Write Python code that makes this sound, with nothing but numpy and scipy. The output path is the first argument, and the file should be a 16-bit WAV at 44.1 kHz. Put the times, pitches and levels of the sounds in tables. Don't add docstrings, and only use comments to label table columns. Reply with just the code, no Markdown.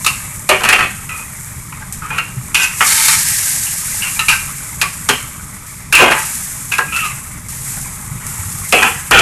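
import sys
import numpy as np
from scipy import signal
from scipy.fft import rfft, irfft, next_fast_len
from scipy.io import wavfile
from scipy.ndimage import uniform_filter1d

SR = 44100
rng = np.random.default_rng(int(sys.argv[2]) if len(sys.argv) > 2 else 0)


def voltage_ratio(decibels):
    exponent = np.asarray(decibels, float) / 20
    return 10 ** exponent


def transcribe(u):
    v = np.clip(np.atleast_2d(u).T, -1, 1)
    q = np.round(v * 32767).astype(np.int16)
    wavfile.write(sys.argv[1], SR, q)


N = 406161


def evened(x):
    return x / np.sqrt(np.mean(x ** 2) + 1e-20)


def read(points, hz):
    f, value = np.transpose(points)
    return np.interp(np.log(hz + 1), np.log(f + 1), value)


def add(mix, s, sound):
    part = mix[round(s * SR):][:len(sound)]
    part += sound[:len(part)]


def coloured(x, spectrum):
    size = next_fast_len(len(x))
    hz = np.fft.rfftfreq(size, 1 / SR)
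    inside = (hz > spectrum[0][0]) & (hz < spectrum[-1][0])
    shaped = irfft(rfft(x, size) * voltage_ratio(read(spectrum, hz)) * inside, size)
    return evened(shaped[:len(x)])


def crackle(count, per_s, spread_db):
    out = np.zeros(count)
    at = np.flatnonzero(rng.random(count) < per_s / SR)
    size_db = spread_db * np.minimum(rng.exponential(1, len(at)), 5)
    out[at] = voltage_ratio(size_db) * rng.standard_normal(len(at))
    return out


def wander(size):
    return evened(uniform_filter1d(uniform_filter1d(rng.standard_normal(N), size), size))


def bent(sound, shake_db):
    bend = .012
    return np.interp(np.cumsum(1 + bend * shake_db[::-1]), np.arange(len(sound)), sound)


def sing(x, hz, width):
    turn = np.exp(2j * np.pi * np.cumsum(hz) / SR)
    r = np.exp(-np.pi * width / SR)
    return (turn * signal.lfilter([1], [1, -r], x / turn)).real * 2 * np.sqrt(1 - r)


def kitchen(x):
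    t = np.arange(15000) / SR
    taps = rng.choice([-1., 1.], len(t)) * (rng.random(len(t)) < .05) * (t > .004)
    low = signal.lfilter([.35], [1, -.65], taps)
    tail = low * voltage_ratio(-60 * t / 0.35) + (taps - low) * voltage_ratio(-60 * t / 0.65)
    return signal.oaconvolve(x, tail / np.linalg.norm(tail))[:N]


def burner():
    # (time [s], level [dB])
    flame_levels = [(0.0, -34), (1.67, -34.5), (2.25, -33), (2.72, -36.5), (4.95, -34), (5.67, -36.5),
                    (5.9, -30.5), (6.44, -36), (7.46, -33.5), (8.41, -32), (9.0, -35), (9.21, -25.5)]
    # (frequency [Hz], level [dB per Hz])
    roar_spectrum = [(11, -38), (18, -8.5), (54, -8), (134, -3.5), (199, -9.5), (220, -19), (244, -12),
                     (264, -41), (297, -15.5), (334, -34), (365, -25), (400, -28), (520, -31), (880, -120)]
    # (time [s], peak [dB], frequency [Hz])
    flame_puffs = [
        (2.368, -10, 125),
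        (7.125, -20.5, 127),
        (8.108, -14.5, 137.5),
        (8.39, -15, 93),
        (8.454, -14.5, 94),
        (8.606, -17, 102),
    ]
    s, level_db = np.transpose(flame_levels)
    lumps_db = 1.8 * wander(size=1200)
    level_db = np.interp(np.arange(N) / SR, s, level_db) + 1.5 + lumps_db
    out = voltage_ratio(level_db) * coloured(rng.standard_normal(N), roar_spectrum)
    t = np.arange(5000) / SR
    for start, db, hz in flame_puffs:
        swell = t / 0.01 * np.exp(-t / 0.011)
        add(out, start, voltage_ratio(db + 3.5) * swell * np.sin(2 * np.pi * hz * t))
    return out


def boiling():
    # (peak time [s], fizz level [dB], rise [dB per s], fall [dB per s])
    flare_ups = [(0.1, -25.5, 5, 27), (0.6, -31.5, 19, 9), (1.46, -31, 8, 36), (2.5, -33.5, 6.5, 6),
                 (2.88, -12.5, 106, 10), (3.33, -18.5, 24, 25), (3.95, -23.5, 40, 9.5), (5.1, -31, 19, 18),
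                 (6.2, -20.5, 89, 15), (6.97, -23, 147, 34), (7.68, -24, 100, 20), (8.44, -30, 28, 5),
                 (8.85, -22, 23, 38)]
    quiet_fizz_db = -62
    t = np.arange(N) / SR
    heat = voltage_ratio(quiet_fizz_db) ** 2
    for s, db, rise, fall in flare_ups:
        heat = heat + voltage_ratio(db - np.maximum(rise * (s - t), fall * (t - s))) ** 2
    return 10 * np.log10(heat)


def sizzle(fizz_db):
    # (frequency [Hz], level [dB per Hz])
    fizz_spectrum = [(2650, -18.5), (4500, -27), (6680, -2), (7250, 1.5), (8410, 3), (9310, 0.5),
                     (11500, 1), (12400, 0), (16200, -23), (22000, -120)]
    # (frequency [Hz], level [dB per Hz])
    flare_spectrum = [(1530, 2.5), (2600, -2), (2940, -9.5), (4380, -4), (5370, -0.5), (7000, -7.5),
                      (9100, -70), (15400, -120)]
    # (time [s], peak [dB], decay time T60 [s])
    juice_spurts = [
        (1.0394, -40, 0.81),
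        (1.1777, -16.5, 0.21),
        (1.925, -8, 0.23),
        (2.152, -36.5, 0.39),
        (5.664, -17, 0.98),
        (7.487, -8.5, 0.99),
        (8.2656, -11, 0.75),
    ]
    flare_db = np.maximum(-39 + 1.61 * (fizz_db + 25), -48)
    gusts = wander(size=500)
    pops = evened(crackle(N, 5000, 2.2)) * 0.6 + rng.standard_normal(N) + .18 * evened(crackle(N, 150, 1.8))
    spurts = np.zeros(N)
    for start, db, t60 in juice_spurts:
        add(spurts, start, voltage_ratio(db - 19.5 - 60 * np.arange(20000) / SR / t60))
    fizz = (voltage_ratio(fizz_db + 1.0 * gusts) + spurts) * coloured(pops, fizz_spectrum)
    flare = (voltage_ratio(flare_db + 0.71 * gusts) + 0.23 * spurts) * coloured(pops, flare_spectrum)
    return fizz + flare


def sauce(steel, tools, fizz_db):
    # (frequency [Hz], level [dB per Hz])
    simmer_spectrum = [(160, -2), (280, 0.5), (332, -21), (370, -9), (567, -12), (604, 0), (658, -10.5),
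                       (1200, -5.5), (1420, -5.5), (2300, -2.5), (2640, -14.5), (3600, -9.5), (4680, -22),
                       (7920, -120)]
    # (frequency [Hz], level [dB per Hz])
    slosh_spectrum = [(700, -40), (900, -6), (1300, 0), (2400, 0), (2900, -8), (4500, -14), (8000, -60)]
    simmer = voltage_ratio(-35 + 0.26 * (fizz_db + 20))
    settle = np.exp(-1 / (0.033 * SR))
    slosh = voltage_ratio(-21.5) * np.sqrt(signal.lfilter([1 - settle], [1, -settle], tools ** 2))
    t = np.arange(500) / SR
    plops = rng.standard_normal(N)
    for hz in np.geomspace(800, 2600, 16):
        plop = np.sin(2 * np.pi * hz * t) * np.exp(-t * hz / 6)
        busy = np.repeat(voltage_ratio(3 * rng.standard_normal(N // 2048 + 1)), 2048)[:N]
        plops += .17 * evened(signal.oaconvolve(crackle(N, 250, 2) * busy, plop)[:N])
    bowl = struck(steel, rng.standard_normal(len(steel[0])), 1318, 2246, 2630)[1:3].sum(0)
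    plops = evened(plops) + .2 * evened(signal.oaconvolve(plops, bowl)[:N])
    swell_db = 1.3 * wander(size=900)
    return voltage_ratio(swell_db) * (simmer * coloured(plops, simmer_spectrum) + slosh * coloured(plops, slosh_spectrum))


def spitting():
    # (time [s], peak [dB])
    oil_bursts = [(0.3945, -9), (0.5661, -10), (1.7729, -18), (1.99, -18), (2.226, -14), (5.443, -15),
                  (8.7864, -5), (1.1777, -10), (1.4466, -12), (1.925, -4.5), (2.0634, -12), (2.2543, -15),
                  (2.483, -11), (5.2285, -10), (7.3644, -22), (7.4854, -8), (7.8138, -6), (8.2676, -5.5),
                  (8.3809, -10.5), (8.5026, -6), (8.694, -5)]
    out = np.zeros(N)
    t = np.arange(300) / SR
    splash = np.diff(rng.standard_normal((len(oil_bursts), 302)), 2) * np.exp(-t / .002)
    click = np.sin(2 * np.pi * 8000 * t) * np.exp(-((t - .0002) / 0.00018) ** 2)
    for (s, db), spray in zip(oil_bursts, splash):
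        add(out, s, voltage_ratio(db - 2.5) * (click + 0.076 * spray))
    return out


def wok():
    # (frequency [Hz], level [dB])
    strong_modes = [(253, -10), (431, -10), (470, 14), (614, -3), (742, 12), (880, 18), (1021, 17),
                    (1152, 10), (1265, 16), (1330, 21), (1442, 15.5), (1567, 12), (1626, 10.5), (2412, 5),
                    (2454, 5), (2650, 4), (2745, 2), (2884, -5), (3200, -1.5), (3800, -15), (4134, 7),
                    (4950, -24)]
    # (frequency [Hz], level [dB per Hz])
    steel_spectrum = [(120, -41), (200, -2), (268, -26), (428, -10), (509, -12.5), (757, -10), (1130, -6.5),
                      (1620, -7.5), (2170, 0), (2490, 3.5), (2850, 2), (3150, -3), (3580, -6), (4890, -7.5),
                      (10600, -6), (12400, -5.5), (16200, -53), (22000, -120)]
    # (frequency [Hz], decay time T60 [s])
    ring_times = [(250, 0.64), (1000, 0.16), (2600, 0.2), (4000, 0.12), (12000, 0.075)]
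    thicket = np.geomspace(220, 12400, 600) * rng.uniform(1.0, 1.005, 600)
    strong_hz, strong_db = np.transpose(strong_modes)
    hz = np.r_[strong_hz, thicket]
    level_db = np.r_[strong_db, np.zeros(600) + 1.5] + read(steel_spectrum, hz) + 10 * np.log10(hz)
    t = np.arange(11000, dtype=np.float32) / SR
    t60 = read(ring_times, hz) * rng.uniform(0.4, 1.5, len(hz))
    start = rng.uniform(0, 2 * np.pi, len(hz))
    hz32, t60, start = (v.astype(np.float32)[:, None] for v in (hz, t60, start))
    rings = np.sin(2 * np.pi * hz32 * t + start) * np.exp(-np.log(1000) * t / t60)
    return hz, voltage_ratio(level_db), rings


def struck(steel, luck, *favoured_hz, lift_db=13):
    part_borders = [0, 840, 2000, 3500, 20000]
    hz, gain, rings = steel
    near = voltage_ratio(sum(lift_db * np.exp(-((hz / f - 1) / .07) ** 2) for f in favoured_hz))
    parts = np.digitize(hz, part_borders) == np.arange(1, len(part_borders))[:, None]
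    spot = np.sign(luck) * voltage_ratio(3 * abs(luck))
    sound = (parts * gain * near * spot).astype(np.float32) @ rings
    return sound / np.sqrt(np.mean(sound[:, :600] ** 2, axis=1, keepdims=True))


def squeal():
    # (time [s], frequency [Hz], tone level [dB], upper ring level [dB])
    squeal_glide = [
        (6.92, 1300, -24, -24),
        (6.935, 1320, -27, -17),
        (6.96, 1350, -21, -22),
        (6.99, 1390, -20, -23),
        (7.006, 1330, -33, -21),
        (7.03, 1260, -24, -19),
        (7.055, 1240, -13.5, -24),
        (7.078, 1200, -26, -25),
        (7.105, 1120, -28, -30),
        (7.13, 1100, -45, -42),
    ]
    s, hz, db, upper_db = np.transpose(squeal_glide)
    t = np.arange(s[0], s[-1], 1 / SR)
    hz = np.interp(t, s, hz)
    slips = rng.standard_normal(len(t))
    tone = .6 * evened(sing(slips, hz, 40)) + np.sin(2 * np.pi * np.cumsum(hz) / SR)
    ring_hz = 2620 + .4 * (hz - hz[0])
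    ring = evened(sing(sing(slips, ring_hz, 400), ring_hz, 300))
    both = voltage_ratio(np.interp(t, s, db)) * tone + voltage_ratio(np.interp(t, s, upper_db)) * ring
    return s[0], both * signal.windows.tukey(len(t), .05)


def ladle():
    # (time [s], frequency [Hz], peak [dB], decay time T60 [s])
    clear_tones = [(2.101, 2464, -22, .3), (2.181, 2250, -16, .15), (4.16, 2400, -23.5, .3),
                   (4.19, 1280, -18, 0.37), (4.192, 1817, -22.5, 0.41), (4.195, 2773, -18, 0.11),
                   (4.283, 2420, -4, 0.11), (4.29, 1270, -13.5, 0.25), (4.326, 1560, -10.5, 0.14),
                   (6.72, 1630, -19, 0.3), (6.726, 2420, -17, 0.23), (6.782, 1630, -14, 0.33),
                   (6.785, 1053, -17, 0.36), (6.88, 2450, -26, .5), (5.092, 253, -19.5, 0.21),
                   (5.095, 414, -13, .12), (0.497, 606, -11, 0.38), (0.51, 378, -9.5, 0.22),
                   (6.02, 438, -9, 0.17), (4.3, 2720, -13, 0.3), (4.192, 3950, -13.5, 0.06),
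                   (5.966, 2450, -6, .2), (5.935, 2760, -9, .15), (4.822, 2400, -12, .15),
                   (0.69, 3250, -15, .12), (0.74, 2750, -9, .2), (2.647, 2600, -8, .1),
                   (1.092, 2000, -24, .2), (1.11, 1290, -30, .5), (2.188, 2750, -14, .12),
                   (8.79, 3200, -16, .15)]
    # (start [s], length [s], frequency [Hz], level [dB])
    edge_songs = [
        (2.61, 0.045, 5000, -23),
        (2.6, .06, 7300, -20.5),
        (2.61, .045, 6500, -27),
        (2.615, .045, 9500, -23),
        (2.56, 0.11, 1550, -23),
        (4.82, 0.07, 1150, -24),
        (2.02, .05, 1250, -30),
        (1.8, 0.046, 860, -39),
        (2.1, .04, 870, -29),
    ]
    muffle_s = .11
    sharpness = 40
    out = np.zeros(N)
    t = np.arange(11000) / SR
    noise = rng.standard_normal((len(clear_tones), len(t)))
    waver_db = 2.8 * uniform_filter1d(noise, size=300) * np.sqrt(300)
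    for (s, hz, db, t60), shake_db in zip(clear_tones, waver_db):
        level_db = db + shake_db - 60 * t / t60 - 20 * (t / muffle_s) ** 3
        rise = 1 - np.exp(-t / 0.0012)
        add(out, s, voltage_ratio(level_db) * rise * bent(np.sin(2 * np.pi * hz * t), .3 * shake_db))
    song_slips = rng.standard_normal((len(edge_songs), len(t)))
    for (s, length, hz, db), slips in zip(edge_songs, song_slips):
        slide = np.clip(np.minimum(t, length - t) / 0.019, 0, 1)
        add(out, s, voltage_ratio(db) * slide * sing(slips, hz + 0 * t, hz / sharpness))
    return out


def scrape(start, length, pressure_db, change_db, deep_db, low_hz, upper_hz, upper_db, steel):
    touch_s, lift_db_per_s = 0.0045, 262
    t = np.arange(17000) / SR
    db = pressure_db + change_db * np.minimum(t / length, 1) - lift_db_per_s * np.maximum(t - length, 0)
    bright_db = upper_db + 0.16 - 0.56 * (deep_db + 37)
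    slips = evened(crackle(len(t), 2000, 2.13)) * np.minimum(t / touch_s, 1)
    damping = voltage_ratio(-60 * np.arange(6000) / SR / .06)
    luck = rng.standard_normal(len(steel[0]))
    rings = struck(steel, luck, low_hz, upper_hz, lift_db=7.0)[:, :6000] * damping
    drive = slips * voltage_ratio([db + deep_db, db - 2.5, db + upper_db, db + bright_db])
    rings = rings / np.linalg.norm(rings, axis=1, keepdims=True)
    return start, signal.fftconvolve(drive, rings, axes=1).sum(0)


def scrapes(steel):
    # (start [s], length [s], pressure
    # [dB], change over the stroke [dB], deep part [dB])
    blade_strokes = [(0.489, 0.093, -8, -14, -5), (0.635, .2, -13.5, 0.1, -13), (2.1, .09, -25, 2, -18.5),
                     (2.55, 0.088, -25, 0, -26), (2.81, .06, -7.5, -17, -16.5),
                     (2.866, 0.27, -25.5, 3.8, -50), (4.0, 0.057, -35.5, 8, -22),
                     (4.282, 0.037, -18, 2.2, -31.5), (5.929, 0.069, -11, -0.5, -18.5),
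                     (5.989, 0.12, -9, -3, -6), (6.116, 0.062, -16.5, -0.5, -28),
                     (6.714, 0.03, -22, -4.5, -25), (6.871, 0.11, -38, -2, -25),
                     (7.04, 0.025, -32, -3, -36), (8.73, 0.047, -16.5, -6, -1),
                     (8.773, 0.081, -20.5, 10.5, -8), (9.108, .11, -6, -1.5, -9.5),
                     (8.2, 0.26, -33.5, -4.5, -28), (2.015, .055, -27, 0, -22), (1.1, .1, -33, -2, -15),
                     (5.09, .06, -20, -10, -22)]
    # (low ring [Hz], upper ring [Hz], upper ring level [dB])
    stroke_rings = [(1100, 2800, 0), (1630, 2540, -4.3), (1300, 2550, -3), (1600, 2600, 10.5),
                    (1620, 2080, -1.8), (1590, 2150, 0.1), (1500, 2760, 6), (1270, 2420, 2.5),
                    (1620, 2760, 4), (1610, 2500, -1.5), (1600, 2500, -13), (1620, 2540, 8),
                    (1320, 2700, -4), (1290, 2600, 5), (1620, 2550, 9), (1620, 2570, -1.5),
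                    (1410, 2640, -0.4), (1930, 2150, -9), (1350, 2500, -9), (1300, 2450, 2),
                    (1100, 3050, 4)]
    out = np.zeros(N)
    for stroke, favoured in zip(blade_strokes, stroke_rings):
        add(out, *scrape(*stroke, *favoured, steel))
    return out


def knocks(steel):
    # (time [s], low ring peak [dB], upper ring [dB re low], low ring [Hz], upper ring [Hz])
    tool_taps = [(0.063, -4.5, 2, 1250, 2750), (0.635, -10, 0, 950, 2900), (0.687, -5, 3, 1640, 2520),
                 (1.091, -23, 3, 1300, 2560), (1.722, -25, -4, 1000, 2390), (1.82, -25, -20, 1560, 2190),
                 (2.018, -22, -19, 1300, 2230), (2.103, -17.5, -7, 1620, 2440), (2.179, -13, 1, 1500, 2710),
                 (2.645, -33, 11, 1850, 2620), (3.668, -31.5, 12, 1290, 2830),
                 (4.021, -23.5, 12, 1640, 2800), (4.192, -12, 5.5, 1270, 2790),
                 (4.284, -11, 8.5, 1340, 2750), (4.329, -20, -16, 1500, 2420), (5.09, -13.5, 8, 1150, 3050),
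                 (5.925, -6.5, 1, 1570, 2460), (6.719, -18, 3.5, 1590, 2830), (6.782, -9, -4, 1620, 2790),
                 (6.923, -21, 2, 1270, 2590), (6.962, -17, 6, 1410, 2590), (8.826, -3.5, -10, 1690, 2480),
                 (8.987, -25, -25, 1650, 2520), (9.189, -6, -0.5, 1290, 2510), (0.649, -14, 6, 1600, 2450),
                 (0.79, -11, -6, 1580, 2500), (2.612, -24, 6, 1980, 2300), (4.312, -15, 6, 1290, 2720),
                 (6.11, -12, 2, 1750, 2350)]
    # (time [s], peak [dB], deep [dB re peak], upper [dB re peak], bright [dB re peak])
    flat_blows = [(0.045, -17.5, -29, -4, 6), (0.49, -7, 0, -1, 2.5), (0.607, -13, -5, -6, -10),
                  (0.726, -4, -8, 5.5, -3), (2.545, -12, -34, 8.5, 7), (2.806, -2, -19, -4.5, -13),
                  (3.082, -7, -44, -3, 3.5), (4.814, -7.5, -15.5, 3.5, 4), (5.088, -3.5, -10.5, -7, -0.5),
                  (5.952, -14, -20, 8, 11), (6.019, -2, 0.5, -7, -8), (6.119, -7, -15, -2, -9),
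                  (6.784, -7.5, -11.5, -16, -19), (8.724, -7.5, 1.5, 4.5, 1.5), (9.11, -2, -3.5, -18, -6)]
    tap_t60, blow_t60 = 0.45, 0.5
    out = np.zeros(N)
    t = np.arange(steel[2].shape[1]) / SR
    rows = []
    for s, db, up, *hz in tool_taps:
        bright_db = db + up + 2.1 + 0.54 * db
        rows.append((s, [db - 22, db, db + up, bright_db], tap_t60, hz))
    for s, db, deep, up, top in flat_blows:
        rows.append((s, [db + deep, db, db + up, db + top], blow_t60, []))
    luck = rng.standard_normal((len(rows), len(steel[0])))
    rattle_db = 2.2 * uniform_filter1d(rng.standard_normal((len(rows), len(t))), size=150) * np.sqrt(150)
    rise = 1 - np.exp(-t / np.array([[.006], [.0015], [.001], [.0005]]))
    for (s, parts_db, t60, hz), spot, shake_db in zip(rows, luck, rattle_db):
        ring = voltage_ratio(parts_db) @ (struck(steel, spot, *hz) * rise)
        add(out, s, voltage_ratio(-5.5 + shake_db - 60 * t / t60) * bent(ring, shake_db))
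    return out


def scene():
    steel = wok()
    tools = knocks(steel) + scrapes(steel)
    add(tools, *squeal())
    tools = tools + ladle()
    fizz_db = boiling()
    frying = sizzle(fizz_db) + sauce(steel, tools, fizz_db)
    mono = tools + voltage_ratio(-9.0) * kitchen(tools) + frying + spitting() + burner()
    return np.array([mono, mono])


def low_pass(x):
    return signal.sosfilt(signal.butter(12, 12590, fs=SR, output="sos"), x)


def record(dry):
    overloaded = np.clip(dry, -.95, .95)
    lowpass = signal.firwin(401, 12500, window=("kaiser", 9), fs=SR)
    limited = signal.oaconvolve(overloaded, lowpass[None], "same")
    top_band = signal.firwin(201, [10900, 11800], pass_zero=False, fs=SR)
    top = signal.oaconvolve(np.roll(limited[0], 700), top_band, "same")
    patches = np.repeat(rng.random(N // 2048 + 1) < .6, 2048)[:N]
    apart = voltage_ratio(-17.5) * top * patches
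    finished = np.clip(limited + [apart, -apart], -1, 1)
    return low_pass(finished)


dry = scene()
out = record(dry)
transcribe(out)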